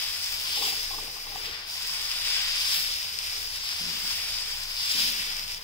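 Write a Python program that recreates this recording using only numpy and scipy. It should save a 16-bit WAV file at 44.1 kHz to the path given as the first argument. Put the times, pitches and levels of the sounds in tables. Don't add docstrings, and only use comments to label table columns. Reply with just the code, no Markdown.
import sys
import numpy as np
from scipy import signal
from scipy.fft import rfft, irfft, next_fast_len
from scipy.io import wavfile
from scipy.ndimage import map_coordinates

SR = 44100
rng = np.random.default_rng(int(sys.argv[2]) if len(sys.argv) > 2 else 0)


def dump(signal):
    limited = np.clip(np.atleast_2d(signal).T, -1, 1)
    pcm = np.round(limited * 32767).astype(np.int16)
    wavfile.write(sys.argv[1], SR, pcm)


def gain_from_db(level_db):
    decades = np.asarray(level_db, float) / 20
    return 10 ** decades


N = 248503


def rms_one(x):
    return x / np.sqrt(np.mean(x ** 2) + 1e-20)


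def at_hz(points, hz):
    points = np.array(points)
    return np.interp(np.log(hz + 1), np.log(points[:, 0] + 1), points[:, 1])


def drift(rate_hz):
    step, settle = 16, 3000
    r = np.exp(-2 * np.pi * rate_hz * step / SR)
    noise = rng.standard_normal(N // step + settle + 2)
    slow = signal.lfilter([1], [1, -2 * r, r * r], noise)[settle:]
    return np.interp(np.arange(N) / step, np.arange(len(slow)), rms_one(slow - slow.mean()))


def ring(x, hz, width_hz):
    r, w = np.exp(-np.pi * width_hz / SR), 2 * np.pi * hz / SR
    return signal.lfilter([0, np.sin(w)], [1, -2 * r * np.cos(w), r * r], x + 1e-18)


def strokes(starts, lengths, dbs, attack_s, t60):
    power = np.zeros(N)
    for s, length, db in zip(starts, lengths, dbs):
        first = round(s * SR)
        t = np.arange(N - first) / SR
        release_db = -60 * np.maximum(t - length, 0) / t60
        power[first:] += (np.minimum(t / attack_s, 1) * gain_from_db(db + release_db)) ** 2
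    return np.sqrt(power)


# f/Hz, likeness [0..1]
LIKENESS = [(25, .96), (70, .96), (180, .88), (550, .76), (1100, .55), (2000, .36), (4500, .34),
            (9000, .32), (15000, .28)]


def coloured(pair, left, right, lag_s):
    size = next_fast_len(N)
    hz = np.arange(size // 2 + 1) * SR / size
    alike = np.clip(at_hz(LIKENESS, hz), 0, .99)
    late = map_coordinates(pair[0], [np.arange(N) - lag_s * SR], order=2)
    a, late, b = rfft([pair[0], late, pair[1]], size)
    b = alike * late + np.sqrt(1 - alike ** 2) * b
    return hz, np.array([a * gain_from_db(at_hz(left, hz)), b * gain_from_db(at_hz(right, hz))])


SIZES_HZ = [900, 2200, 3500, 5000, 7500, 14500]
# f/Hz, level/dB per Hz
SIZZLE_COLOUR = [
    [(400, -30), (760, -19.5), (1300, -17), (2300, -10), (3550, -6.5), (4200, -10.5), (4700, -2),
     (5000, 0.5), (5350, -5), (6000, -19), (8500, -17), (12500, -20.5), (14600, -20), (16000, -17.5)],
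    [(400, -32.5), (760, -24.5), (1300, -23), (2400, -11.5), (3600, -10.5), (4250, -12), (4750, -7),
     (5150, -3.5), (5500, -5.5), (5900, -12.5), (8000, -19.5), (10500, -22), (13000, -21.5), (16000, -19)],
]
# f/Hz, width/Hz, lift/dB
IRON = [(1054, 27, 5), (1201, 18, 5), (1415, 22, 3), (1476, 16, 4), (1540, 27, 3), (1973, 48, 3),
        (2340, 50, 2), (2659, 65, 3), (3070, 50, 2), (3439, 54, 2.5), (3720, 50, 2), (3941, 38, 4),
        (4820, 60, 2), (5060, 60, 2)]


def sizzle():
    ladle_turn_s, lag_mean_s, lag_swing_s = 2.135, 0.00022, 0.00013
    sizzle_db, flicker_hz, flicker_db = -29.0, 11.0, 0.49
    levels = boil()
    levels = levels - 10 * np.log10(np.mean(gain_from_db(levels) ** 2, axis=1, keepdims=True))
    turns = np.arange(N) / SR / ladle_turn_s
    lag_s = lag_mean_s - lag_swing_s * np.cos(2 * np.pi * turns)
    hz, bursts = coloured(steam_bursts(.85), *SIZZLE_COLOUR, lag_s)
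    lift_db = sum(db / (1 + (2 * (hz - mode_hz) / width_hz) ** 2) for mode_hz, width_hz, db in IRON)
    bursts = bursts * gain_from_db(lift_db)

    centres = np.geomspace(700, 16000, 13)
    place = np.interp(np.log(hz + 1), np.log(centres), np.arange(13))
    out, neighbour = 0, drift(flicker_hz)
    for k, centre in enumerate(centres):
        slope = np.maximum(1 - np.abs(place - k), 0)
        band = irfft(bursts * slope, next_fast_len(N))[:, :N]
        share = [np.interp(np.log(centre), np.log(SIZES_HZ), row) for row in np.eye(len(SIZES_HZ))]
        patch = drift(flicker_hz)
        out = out + band * gain_from_db(share @ levels + flicker_db * (patch + neighbour))
        neighbour = patch
    return gain_from_db(sizzle_db) * rms_one(out)


# t/s, level/dB
VIGOUR = [(0.0, -39.5), (0.159, -41), (0.48, -41.5), (0.66, -39), (1.172, -47), (1.449, -44.5),
          (1.629, -49.5), (1.732, -42), (2.38, -37.5), (2.529, -38.5), (2.745, -36), (3.099, -43),
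          (3.44, -41), (4.104, -39.5), (4.736, -42.8), (5.002, -34.5), (5.34, -43.0), (5.635, -49)]
FOLLOWS = [0.46, 0.97, 1.3, 1.03, 1.09, 1.02]
# t/s, half length/s, level/dB, f/Hz
FLARES = [(0.24, .04, 3, 4770), (.4, .2, 6, 10700), (0.58, .157, 6.5, 3230), (0.678, 0.12, 9.5, 10900),
          (1.05, .15, 3.5, 10800), (1.552, 0.15, 9.5, 2660), (2.43, 0.15, 4, 2670),
          (2.786, 0.085, 6.5, 13700), (3.175, .04, 2, 4820), (3.214, 0.12, 4, 9900),
          (4.836, 0.1, 3.7, 4670), (5.117, .09, 2, 12600), (5.288, 0.067, 4, 2400),
          (5.507, 0.054, 5.4, 2880), (5.526, .054, 4, 6400)]
# t/s, half length/s, level/dB, f/Hz
SMOTHERS = [
    (1.6, 0.092, -10, 11100),
    (1.727, 0.069, -5, 2400),
    (2.419, 0.42, -4, 14400),
    (3.46, .13, -4.5, 2920),
    (3.704, 0.4, -4.5, 11300),
    (3.792, 0.28, -0.5, 2300),
    (4.396, 0.11, -3, 12800),
    (5.597, 0.014, -10, 6000),
]


def boil():
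    patch_octaves = 0.49
    t = np.arange(N) / SR
    vigour_db = np.interp(t, *np.transpose(VIGOUR))
    s, half, db, hz = np.transpose(FLARES + SMOTHERS)[:, :, None]
    sizes = np.exp(-(np.log2(np.array(SIZES_HZ) / hz) / patch_octaves) ** 2) * db
    sizes[:, 0] = FOLLOWS[0] * sizes[:, 1]
    return np.outer(FOLLOWS, vigour_db) + sizes.T @ np.exp(-((t - s) / half) ** 2)


def steam_bursts(flutter_db):
    hiss = rng.standard_normal((2, N)) * gain_from_db(flutter_db * drift(12))
    snaps = np.diff(crackle(400.0, 3.4), prepend=0)
    return hiss + 1.7 * snaps + pops()


def crackle(per_s, spread_db):
    out = np.zeros((2, N + 40))
    at = np.flatnonzero(rng.random(N) < per_s / SR)
    luck = rng.random((len(at), 3))
    size = gain_from_db(spread_db * np.minimum(-np.log(luck[:, 0]), 4)) * np.sign(luck[:, 1] - .5)
    lag = (luck[:, 2] ** 2 * 24).astype(int)
    out[0, at] = size
    out[1, at + lag] = size
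    return out[:, :N]


# t/s, peak level/dB
POPS = [(0.2436, -27), (0.2867, -32), (0.414, -28), (0.5586, -32), (0.627, -30), (0.8756, -33),
        (1.034, -29), (1.511, -31), (1.7215, -33), (1.874, -25), (2.1151, -23), (2.7157, -26), (2.763, -22),
        (3.028, -25), (3.188, -23), (3.2765, -31), (3.5428, -31), (3.6396, -28), (3.6902, -22),
        (4.6344, -29), (4.7003, -34), (4.767, -28), (4.8296, -29), (5.367, -24), (5.3944, -28),
        (5.4789, -26), (5.5188, -28), (5.5458, -29)]


def pops():
    decay_s, puff_n = 0.00037, 300
    out, t = np.zeros((2, N + 400)), np.arange(puff_n) / SR
    luck = rng.standard_normal((len(POPS), 2, puff_n))
    for (s, db), noise in zip(POPS, luck):
        over_db = min(db - np.interp(s, *np.transpose(VIGOUR)), 18)
        puff = noise * np.exp(-t / decay_s) * (t > 0) + (t == 0) * 1.7
        at = round((s + .0008) * SR)
        out[:, at:at + puff_n] += gain_from_db(over_db - 3.0) * puff
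    return signal.sosfilt(signal.butter(2, 3000, "high", fs=SR, output="sos"), out[:, :N])


# t/s, peak level/dB, low ring level/dB re peak, high ring level/dB re peak
KNOCKS = [(0.574, -33, -5, -15), (0.624, -32.5, -11, 6), (0.643, -42, 1, -4), (0.677, -34.5, -13, -10),
          (0.727, -38, -13, -2), (0.909, -34.5, -17, 0), (0.936, -33.5, -23, 2), (0.983, -35.5, -10, 4),
          (1.074, -38.5, -12, -4), (1.163, -44.5, -7, 8.5), (1.266, -42.5, -5, 4), (1.322, -38.5, -15, -5),
          (1.357, -34, -21, 0), (1.474, -46, -1, -1)]
# f/Hz, level/dB, t60/s
GRIDDLE = [
    [(770, -3, .06), (835, -2, .06), (712, -10, .05)],
    [(438, -3, .07), (515, -7, .05), (310, -8, .05)],
    [(1052, -5, .06), (1145, -8, .05), (1200, -9, .05), (940, -9, .05)],
]
# t/s, length/s, level/dB
DRAG = [
    (0.303, 0.29, -55),
    (.55, 0.12, -43),
    (0.898, 0.14, -47.5),
    (1.25, 0.25, -49.5),
    (3.315, 0.044, -55.5),
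    (4.94, .04, -56),
    (5.18, .04, -57),
]


def knocks():
    table = np.array(KNOCKS)
    at = np.round(table[:, 0] * SR).astype(int)
    strengths = table[:, 1] + np.array([0 * at, table[:, 2], table[:, 3]])
    luck = rng.standard_normal((len(at), 10))
    drag = strokes(*np.transpose(DRAG), attack_s=0.028, t60=0.98) * gain_from_db(1.3 * drift(35))
    contact = signal.windows.hann(round(0.01085 * SR))
    t = np.arange(len(contact)) / SR
    out, k = np.zeros(N), 0
    for modes, strength_db, drag_db in zip(GRIDDLE, strengths, (-12, -6, -14)):
        for hz, db, t60 in modes:
            clicks = np.zeros(N)
            clicks[at] = gain_from_db(strength_db + 2.0 * luck[:, k]) * np.sign(luck[:, k - 1])
            push = contact * np.cos(2 * np.pi * hz * t) * 2 / contact.sum()
            pushes = np.convolve(clicks, push)[len(push) // 2:][:N]
            width_hz = np.log(1000) / np.pi / t60
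            out += gain_from_db(db) * ring(pushes, hz, width_hz)
            rustle = rms_one(ring(rng.standard_normal(N), hz, 2.5 * width_hz))
            out += gain_from_db(db + drag_db) * drag * rustle
            k += 1
    return out


def kitchen(x):
    t60, level_db = .2, -11
    t = np.arange(round(.3 * SR)) / SR
    tail = rng.standard_normal((2, len(t))) * gain_from_db(-60 * t / t60) * (t > .004)
    tail /= np.sqrt(np.sum(tail ** 2, axis=1, keepdims=True))
    return gain_from_db(level_db) * signal.fftconvolve(x[None], tail, axes=1)[:, :N]


# t/s, length/s, lower mode level/dB, upper mode level/dB
SHUDDER = [
    (3.793, 0.052, -52, -57),
    (3.85, 0.046, -49.5, -59),
    (3.917, 0.046, -64, -56.5),
    (4.025, 0.031, -55, -61),
    (4.935, .18, -56.5, -53),
    (5.165, .035, -57, -59),
    (5.4, .035, -63, -70),
]
# f/Hz, pitch wander/Hz
STAND = [
    (171, 5.95),
    (251, 6.2),
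    (202.4, 1.9),
]


def shudder():
    attack_s, t60, linger_db, linger_t60 = 0.016, 0.22, -7.5, 1.9
    s, length, lower_db, upper_db = np.transpose(SHUDDER)
    gains = [strokes(s, length, lower_db, attack_s, t60),
             strokes(s, length, upper_db, attack_s, t60),
             strokes(s, length, linger_db + upper_db, attack_s, linger_t60)]
    out = np.zeros(N)
    for (hz, wander_hz), gain in zip(STAND, gains):
        pitch_hz = hz + wander_hz * drift(12.2)
        tone = np.sqrt(2) * np.sin(2 * np.pi / SR * np.cumsum(pitch_hz))
        rumble = rms_one(ring(rng.standard_normal(N), 1.86 * hz, 220))
        out += gain * (tone + 0.57 * rumble)
    return out


# f/Hz, level/dB per Hz
ROAR = [(7, -25), (14, -5), (22, 15), (30, -15), (45, -1), (85, -7.5), (105, -30), (160, -20), (215, -20),
        (380, -26), (435, -9), (490, -22.5), (790, -14.5), (1200, -17.5), (2000, -26.5)]
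# f/Hz, left minus right level/dB
ROAR_LEAN = [(60, 6.5), (180, 16.5), (550, 1), (1650, 5), (4970, 5), (15000, 1.5)]
# f/Hz, width/Hz, level/dB
HUM = [
    (83.2, 11.7, -59.5),
    (158.5, 16, -66.5),
    (197, 2.8, -85),
]


def roar():
    roar_db = -49.5
    right = [(hz, db - at_hz(ROAR_LEAN, hz)) for hz, db in ROAR]
    _, noise = coloured(rng.standard_normal((2, N)), ROAR, right, lag_s=0.00005)
    low = gain_from_db(roar_db + 0.61 * drift(3.7)) * rms_one(irfft(noise, next_fast_len(N))[:, :N])
    hum = sum(gain_from_db(db) * rms_one(ring(rng.standard_normal(N), hz, width_hz)) for hz, width_hz, db in HUM)
    return low + hum * gain_from_db([[2.5], [-2.5]])


def scene():
    rattle = knocks()
    griddle = rattle + shudder()
    late = np.concatenate([np.zeros(8), griddle[:-8]])
    iron = np.array([griddle, late]) + kitchen(rattle)
    return sizzle() + roar() + iron * gain_from_db([[2.2], [-2.2]])


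def band_limit(x):
    return signal.sosfilt(signal.butter(12, 17080, fs=SR, output="sos"), x)


def record(dry):
    top_cut = signal.ellip(14, .3, 75, 15735, fs=SR, output="sos")
    mix = signal.sosfilt(top_cut, dry)
    return band_limit(mix)


dry = scene()
out = record(dry)
dump(out)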